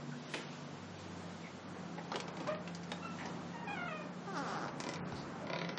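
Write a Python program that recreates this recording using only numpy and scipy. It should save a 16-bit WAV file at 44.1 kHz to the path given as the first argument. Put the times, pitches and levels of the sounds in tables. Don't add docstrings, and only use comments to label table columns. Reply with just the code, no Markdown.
import sys
import numpy as np
from scipy import signal
from scipy.fft import rfft, irfft, next_fast_len
from scipy.io import wavfile
from scipy.ndimage import map_coordinates

SR = 44100
rng = np.random.default_rng(int(sys.argv[2]) if len(sys.argv) > 2 else 0)


def nominal_scale(level):
    x = np.asarray(level, float) / 20
    return 10 ** x


def materialize(psi):
    bounded = np.clip(np.atleast_2d(psi).T, -1, 1)
    quanta = np.round(bounded * 32767).astype(np.int16)
    wavfile.write(sys.argv[1], SR, quanta)


N = 254898
TIME_S = np.arange(N) / SR

# (time [s], slip rate [Hz], level [dB])
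CHIRP = [
    (2.465, 543, -54),
    (2.492, 596, -38.5),
    (2.509, 616, -46),
    (2.523, 612, -37.5),
    (2.565, 615, -62),
]
PEEP = [
    (3.018, 1346, -62),
    (3.034, 1329, -51),
    (3.068, 1338, -49.5),
    (3.092, 1342, -62),
    (3.15, 1330, -68),
]
SQUEALS = [
    [(3.535, 992, -52), (3.555, 927, -52.5), (3.619, 936, -50.5), (3.643, 935, -53), (3.668, 910, -62)],
    [(3.674, 835, -50), (3.69, 808, -47.5), (3.742, 822, -51), (3.768, 722, -49), (3.825, 703, -49.5),
     (3.876, 705, -49), (3.905, 632, -48), (3.983, 607, -52), (4.075, 605, -63)],
]
CATCHES = [2.513, 3.04, 3.593, 3.722, 3.764, 3.846, 3.907, 3.987]
# (centre [Hz], width [Hz], gain [dB])
HINGE_MODES = [(612, 70, 1.5), (825, 90, 2), (940, 90, 2.5), (1220, 100, -1), (1410, 110, 6),
               (1850, 160, 0), (2130, 130, 5), (2430, 130, 7), (2670, 120, 4), (3250, 450, -1),
               (4500, 900, -6)]
PARTIAL_FALL_DB = [8, 4.5, 8, 3.5]
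# (time [s], slip rate [Hz], level [dB])
GROAN = [(4.268, 412, -48), (4.291, 392, -46), (4.322, 386, -51), (4.378, 286, -41), (4.419, 270, -45),
         (4.47, 213, -45), (4.553, 167, -44), (4.667, 90.4, -45), (4.71, 70.3, -62)]
# (centre [Hz], width [Hz], gain [dB])
LEAF_MODES = [(366, 280, -9.5), (803, 140, -3.5), (1190, 200, -4.5), (1410, 120, -3), (1550, 230, -9),
              (2020, 150, -29)]
# (rate [Hz], width [Hz], gain [dB])
SWING_MODES = [(172, 40, 0), (275, 50, 1), (388, 40, 2)]
# (time [s], peak [dB], knock [dB], pin [dB])
SLIPS = [(4.802, -29.5, -9, -2), (4.8384, -32, -7, -7), (4.8657, -34.5, -1.5, -12), (4.8896, -29.5, -9, -4),
         (4.9144, -38, -9, -13), (4.9367, -32.5, -10, -6), (4.9581, -34, -7, -13), (5.469, -36.5, -7, -21),
         (5.4996, -31, -1.5, -25), (5.5323, -23, -6, -30), (5.56, -27, -8, -27), (5.588, -29, -9.5, -23),
         (5.6151, -26.5, -6.5, -19.5), (5.6471, -30.5, -7, -27), (5.6904, -28.5, -8.5, -16),
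         (5.7754, -24, -11, -23)]
# (centre [Hz], width [Hz], gain [dB])
PLATE_MODES = [(1415, 120, -2), (1800, 200, -5.5), (2024, 97, 2.5), (2363, 195, -1), (3150, 380, -7),
               (3670, 370, -6), (4400, 670, -8)]
# (centre [Hz], width [Hz], gain [dB])
PIN_MODES = [(5260, 330, -2), (6860, 1700, -7), (8580, 1500, -13.5)]
# (centre [Hz], width [Hz], gain [dB])
PANEL_MODES = [(182, 33, -5), (345, 55, -4.5), (547, 37, -0.5), (688, 45, -7), (983, 32, -0.5),
               (1402, 24, -3)]

# (time [s], peak [dB], ring [Hz], knock [dB], bright edge [dB])
CLICKS = [(0.3385, -29.5, 2510, -4.5, -24), (0.3427, -31.5, 2380, -11.5, -13),
          (0.5274, -46.5, 1540, -14, -23), (1.9797, -47, 2030, 3.5, -20), (2.1171, -35, 4170, 1, -12),
          (2.142, -35, 1570, -7, -31), (2.157, -28.5, 1570, -5, -13), (2.2012, -32.5, 1570, -10, -10),
          (2.2799, -42.5, 2300, 3, -11.5), (2.369, -41.5, 2050, -4, -14), (2.4024, -39.5, 1590, 2.5, -16),
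          (2.4725, -35.5, 1570, -4, -12.5), (2.5474, -43, 1800, -6, -26), (2.6753, -37.5, 2720, -8, -17),
          (2.748, -44, 3140, -9, -2.5), (2.832, -47.5, 2240, -8, -5.5), (2.9169, -29.5, 3700, -7, -15.5),
          (3.1872, -43, 1810, -7, -27), (3.256, -38.5, 1820, -5, -7.5), (4.6808, -39.5, 1550, -3, -16),
          (5.1213, -43, 2100, 0, -12)]
# (frequency [Hz], density [dB per Hz])
CRACK_SPECTRUM = [(300, -30), (700, -12.5), (1200, 2), (3500, -1), (4800, -6.5), (7000, -44.5),
                  (12000, -120)]
# (frequency [Hz], density [dB per Hz])
EDGE_SPECTRUM = [(2500, -46), (4500, 0), (6500, -3.5), (8000, -10.5), (10000, -16), (13000, -120)]
# (centre [Hz], width [Hz], gain [dB])
LOCK_WOOD_MODES = [(300, 240, -2), (560, 140, 2), (830, 160, 3.5), (1105, 77, -3.5), (1570, 230, -17.5)]
# (frequency [Hz], peak [dB], T60 [s])
THUMP = (70, -46, 0.3)
# (time [s], length [s], centre [Hz], width [Hz], level [dB])
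RUBS = [(.11, .05, 1520, 150, -53.5), (.35, .03, 330, 250, -46), (.345, .053, 2560, 3200, -49),
        (.37, .098, 1800, 2700, -54), (1.435, .076, 2150, 350, -57), (1.963, .06, 520, 300, -53),
        (1.979, .042, 1970, 300, -56.5), (2.12, .024, 1200, 300, -43.5), (2.138, .04, 420, 130, -44),
        (2.157, .018, 810, 200, -40), (2.467, .042, 1050, 100, -45), (2.47, .07, 1500, 2500, -50.5),
        (3.184, .08, 1900, 800, -51), (3.201, .13, 920, 300, -52), (5.153, .1, 4500, 1510, -57.5),
        (5.4, .12, 560, 200, -52)]

# (frequency [Hz], T60 [s])
HALL_T60 = [(200, .5), (1500, 0.27), (8000, 0.14)]
# (time [s], level [dB])
AIR_LEVEL = [(0.0, -50.5), (1.29, -50.5), (2.09, -49.5), (2.37, -48), (2.74, -48.5), (3.6, -48.5),
             (3.78, -47), (4.09, -48), (4.3, -49.5), (4.46, -45.5), (5.2, -47), (5.78, -47.5)]
# (frequency [Hz], density [dB per Hz])
AIR_BODY = [(15, -57), (25, -43.5), (45, -29.5), (75, -26), (115, -15), (140, -7.5), (200, -3.5), (280, -7),
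            (420, -10.5), (900, -13.5), (1400, -17), (2500, -29), (3300, -43), (5500, -120)]
# (frequency [Hz], density [dB per Hz])
AIR_HISS = [(880, -33.5), (1500, -2.5), (2200, -1.5), (3000, -0.5), (5000, -4), (7300, -6), (8500, -14.5),
            (10500, -4.5), (13000, -120)]
# (centre [s], half length [s], peak [dB])
STIRS = [(.4, .15, -57), (1.15, .12, -61), (3.25, .2, -62), (4.54, .08, -55), (5.2, .1, -59)]
# (centre [s], half length [s], peak [dB])
DRONE_SWELLS = [
    [(1.06, .33, -54.5), (1.7, .15, -59), (3.1, .8, -62), (5.01, .06, -55), (5.42, .1, -61)],
    [(.1, .14, -50), (.56, .15, -55), (4.72, .08, -53), (5.09, .12, -53)],
    [(1.25, .4, -58), (1.98, .2, -50), (2.8, .4, -49), (3.45, .2, -52), (4.3, .6, -52), (5.02, .09, -47),
     (5.6, .11, -44.5)],
    [(.12, .12, -51), (.56, .2, -56), (3.05, .1, -55), (3.6, .6, -60), (5.1, .06, -53)],
]
# (frequency [Hz], wander [Hz], resting level [dB])
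DRONE_LINES = [(96.5, 1.2, -74), (143, 3.52, -62), (173, 2.6, -61), (241, 2.5, -65)]
# (from [s], to [s], edge [Hz])
TREBLE_EDGES = [(.31, .4, 10000), (.46, .5, 6400), (1.2, 1.26, 9000), (1.68, 1.74, 9100),
                (2.15, 2.22, 9000), (2.89, 2.94, 9000), (4.77, 4.85, 9700), (5.15, 5.2, 9100),
                (2.31, 2.34, 5200), (2.54, 2.58, 5300), (3.695, 3.715, 4500), (4.68, 4.75, 6700),
                (4.97, 5.075, 5500), (5.0, 5.055, 4600), (5.015, 5.04, 3000), (2.14, 2.15, 5200),
                (5.5, 5.8, 6400)]


def unit(x):
    return x / np.sqrt(np.mean(x ** 2) + 1e-20)


def along(points, hz):
    f, v = np.transpose(points)
    return np.interp(np.log(hz + 1), np.log(f + 1), v)


def curves(rows):
    s, *cols = np.transpose(rows)
    return [np.interp(TIME_S, s, c) for c in cols]


def gate(rows, edge_s=0.0065):
    return np.clip(np.minimum(TIME_S - rows[0][0], rows[-1][0] - TIME_S) / edge_s + .5, 0, 1)


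def swells(rows):
    return sum(nominal_scale(db) * np.exp(-((TIME_S - s) / half_s) ** 2) for s, half_s, db in rows)


def wobble(rate_hz, size=N):
    knots = rng.standard_normal(int(size * rate_hz / SR) + 4)
    return map_coordinates(knots, [TIME_S[:size] * rate_hz])


def filtered(x, response):
    m = next_fast_len(len(x) + 8192)
    return irfft(rfft(x, m) * response(np.fft.rfftfreq(m, 1 / SR)), m)[:len(x)]


def noise(spectrum, size=N):
    return unit(filtered(rng.standard_normal(size), lambda hz: nominal_scale(along(spectrum, hz))))


def bell(x, centre, width):
    return 1 / (1 + (2 * (x - centre) / width) ** 2)


def body(modes, spread):
    def response(f):
        total = 0
        for k, (centre, width, db) in enumerate(modes):
            damping = 1j * f * width * spread
            total = total + (-1) ** k * nominal_scale(db) * damping / (centre ** 2 - f * f + damping)
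        return total
    return response


def add(track, s, sound):
    part = track[round(s * SR):][:len(sound)]
    part += sound[:len(part)]


def squeals():
    out = np.zeros(N)
    grip = np.prod([1 - 0.7 * np.exp(-((TIME_S - s) / 0.006) ** 2) for s in CATCHES], axis=0)

    def carried(f):
        return np.sqrt(sum(nominal_scale(2 * db) * bell(f, c, w) for c, w, db in HINGE_MODES))

    for rows, fall_db in zip([CHIRP, PEEP, *SQUEALS], PARTIAL_FALL_DB):
        span = slice(round((rows[0][0] - .01) * SR), round((rows[-1][0] + .01) * SR))
        hz, db = (c[span] for c in curves(rows))
        size = len(hz)
        phase = 2 * np.pi * np.cumsum(hz * (1 + .015 * wobble(130, size))) / SR
        stack = np.zeros(size)
        for k in range(1, 7):
            partial_db = db + 3.5 - fall_db * (k - 1) + 3.3 * wobble(110, size)
            stack += carried(k * hz) * nominal_scale(partial_db) * np.sin(k * phase + k)
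        out[span] += (gate(rows) * grip)[span] * stack
    return out


def groan():
    scrape_db, scrape_fall_db_per_hz, swing_db = -13.5, .07, -4
    rate_hz, db = curves(GROAN)
    on = gate(GROAN)
    cycles = np.cumsum(rate_hz * (on > 0)) / SR
    at = np.flatnonzero(np.diff(np.floor(cycles)))
    slip_hz = rate_hz[at]
    uneven = np.clip(1.3 - slip_hz / 220, .05, 1)
    draw = rng.standard_normal((len(at), 2))
    shift = np.round(.035 * uneven * draw[:, 0] * SR / slip_hz).astype(int)
    kicks = np.zeros(N)
    kicks[at + shift] = nominal_scale(1.2 * uneven * draw[:, 1]) / np.sqrt(slip_hz)

    leaf = filtered(kicks, lambda f: body(LEAF_MODES, spread=.8)(f) / (1 + 1j * (f / 2100) ** 3))
    scrape_gain = signal.lfilter([1], [1, -np.exp(-1 / (.003 * SR))], kicks)
    scrape_modes = PLATE_MODES[4:] + PIN_MODES[:1]
    scrape = scrape_gain * filtered(rng.standard_normal(N), body(scrape_modes, spread=5.8))
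    swing_gain = sum(nominal_scale(g) * bell(rate_hz, c, w) for c, w, g in SWING_MODES)
    swing = swing_gain * np.sin(2 * np.pi * cycles)

    def level(x):
        return x / np.sqrt(np.mean(x[on > 0] ** 2))

    scrape_mix = nominal_scale(scrape_db - scrape_fall_db_per_hz * np.clip(rate_hz - 290, 0, None))
    mix = level(leaf) + scrape_mix * level(scrape) + nominal_scale(swing_db) * swing
    return on * nominal_scale(db + 1.5 * wobble(40)) * mix


def slips():
    out, t = np.zeros(N), np.arange(SR // 5) / SR

    def ring(x, modes, spread):
        y = filtered(x, body(modes, spread))
        return y / np.abs(y).max()

    for s, db, knock_db, pin_db in SLIPS:
        burst = (t == 0) + 0.11 * nominal_scale(-60 * t / 0.033) * rng.standard_normal(len(t))
        shudder = (t == 0) + .055 * nominal_scale(-60 * t / .08) * rng.standard_normal(len(t))
        plate = ring(burst, PLATE_MODES, 1)
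        pin = nominal_scale(pin_db + 4.0) * ring(burst, PIN_MODES, 2.2)
        panel = nominal_scale(knock_db + 5.5) * ring(shudder, PANEL_MODES, 1.2)
        add(out, s, nominal_scale(db - 4.0) * (plate + pin + panel))
    return out


def clicks():
    t60_s, soft_s_per_db, hard_db = .035, .0012, -30
    out, t = np.zeros(N), np.arange(SR // 4) / SR
    size = len(t)
    attack = 1 - np.exp(-t * SR / 20)
    for s, db, hz, knock_db, edge_db in CLICKS:
        fade_db = -60 * t / np.clip(t60_s + soft_s_per_db * (hard_db - db), .01, .3)
        crack = (nominal_scale(fade_db) + 0.94 * nominal_scale(-60 * t / 0.0049)) * noise(CRACK_SPECTRUM, size)
        edge = nominal_scale(edge_db + 7.0 + 0.92 * fade_db) * noise(EDGE_SPECTRUM, size)
        ring = 0.91 * nominal_scale(1.3 * fade_db) * np.sin(2 * np.pi * hz * t)
        wood = unit(filtered(rng.standard_normal(size), body(LOCK_WOOD_MODES, spread=0.54)))
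        knock = nominal_scale(knock_db + 5.5 + 0.55 * fade_db) * wood
        add(out, s, nominal_scale(db - 6.5) * attack * (crack + edge + ring + knock))
    hz, db, thump_t60_s = THUMP
    glide_s = 0.013 * (1 - np.exp(-t / .012))
    add(out, CLICKS[-1][0], nominal_scale(db - 60 * t / thump_t60_s) * np.sin(2 * np.pi * hz * (t + glide_s)))
    return out


def rubs():
    out = np.zeros(N)
    for s, length_s, hz, width_hz, db in RUBS:
        u = np.arange(round(length_s * SR)) / (length_s * SR)
        band = unit(filtered(rng.standard_normal(len(u)), lambda f: (f > 150) * bell(f, hz, width_hz)))
        add(out, s, nominal_scale(db) * 2.27 * u ** .3 * (1 - u) * band)
    return out


def hall(x):
    out, step = np.zeros(N), SR // 4
    for start in range(0, N, step):
        hz, t, z = signal.stft(rng.standard_normal(SR // 2), SR, nperseg=256)
        decay = nominal_scale(-60 * t / along(HALL_T60, hz)[:, None])
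        tail = signal.istft(z * decay, SR, nperseg=256)[1]
        wet = signal.fftconvolve(x[start:start + step], tail / np.linalg.norm(tail))
        add(out, start / SR + .006, wet)
    return out


def air():
    hiss_db, hiss_follows = -61, -.6
    body_db, = curves(AIR_LEVEL)
    hiss = nominal_scale(hiss_db + hiss_follows * (body_db - body_db.mean())) + .5 * swells(STIRS)
    low = nominal_scale(body_db + .8 * wobble(5.67)) * noise(AIR_BODY)
    return low + hiss * nominal_scale(wobble(10)) * noise(AIR_HISS)


def drone():
    out = np.zeros(N)
    for rows, (hz, wander_hz, rest_db) in zip(DRONE_SWELLS, DRONE_LINES):
        gain = (nominal_scale(rest_db) + swells(rows)) * nominal_scale(1.0 + 1.6 * wobble(11))
        out += gain * np.sin(2 * np.pi * np.cumsum(hz + wander_hz * wobble(7)) / SR)
    return out


def scene():
    contacts, knocks, hinge = clicks(), slips(), squeals() + groan() + rubs()
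    wet = hall(nominal_scale(-7.5) * contacts + nominal_scale(-5.5) * knocks + nominal_scale(-8) * hinge)
    return (contacts + knocks + hinge + wet + air() + drone())[None]


def camera_treble(x):
    lift_hz_per_db, lift_from_db = 110, 4
    hz, t, z = signal.stft(x, SR, window="cosine", nperseg=2048)
    band_hz = SR / 64
    band = np.ceil(hz / band_hz).astype(int)
    edge_hz = band_hz * rng.choice([9, 10, 10, 11, 11, 11, 11, 11, 11, 12, 12], len(t)) + 100
    treble = z[(hz > 5000) & (hz < 9000)]
    treble_db = 10 * np.log10(np.mean(np.abs(treble) ** 2, axis=0) + 1e-20)
    excess_db = np.clip(treble_db - np.median(treble_db) - lift_from_db, 0, None)
    edge_hz = np.minimum(edge_hz + lift_hz_per_db * excess_db, 9800)
    for start, end, fixed_hz in TREBLE_EDGES:
        edge_hz[(t >= start) & (t <= end)] = fixed_hz
    loss_odds = .12 * np.clip(hz[:, None] / edge_hz, 0, 1) ** 5
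    lost = rng.random((band.max() + 1, len(t)))[band] < loss_odds
    kept = (hz[:, None] < edge_hz) & ~lost
    return signal.istft(z * kept, SR, window="cosine", nperseg=2048)[1][:N]


def band_limit(x):
    return signal.sosfilt(signal.butter(12, 10010, fs=SR, output="sos"), x)


def record(dry):
    mix = camera_treble(dry[0])[None]
    return band_limit(mix)


dry = scene()
out = record(dry)
materialize(out)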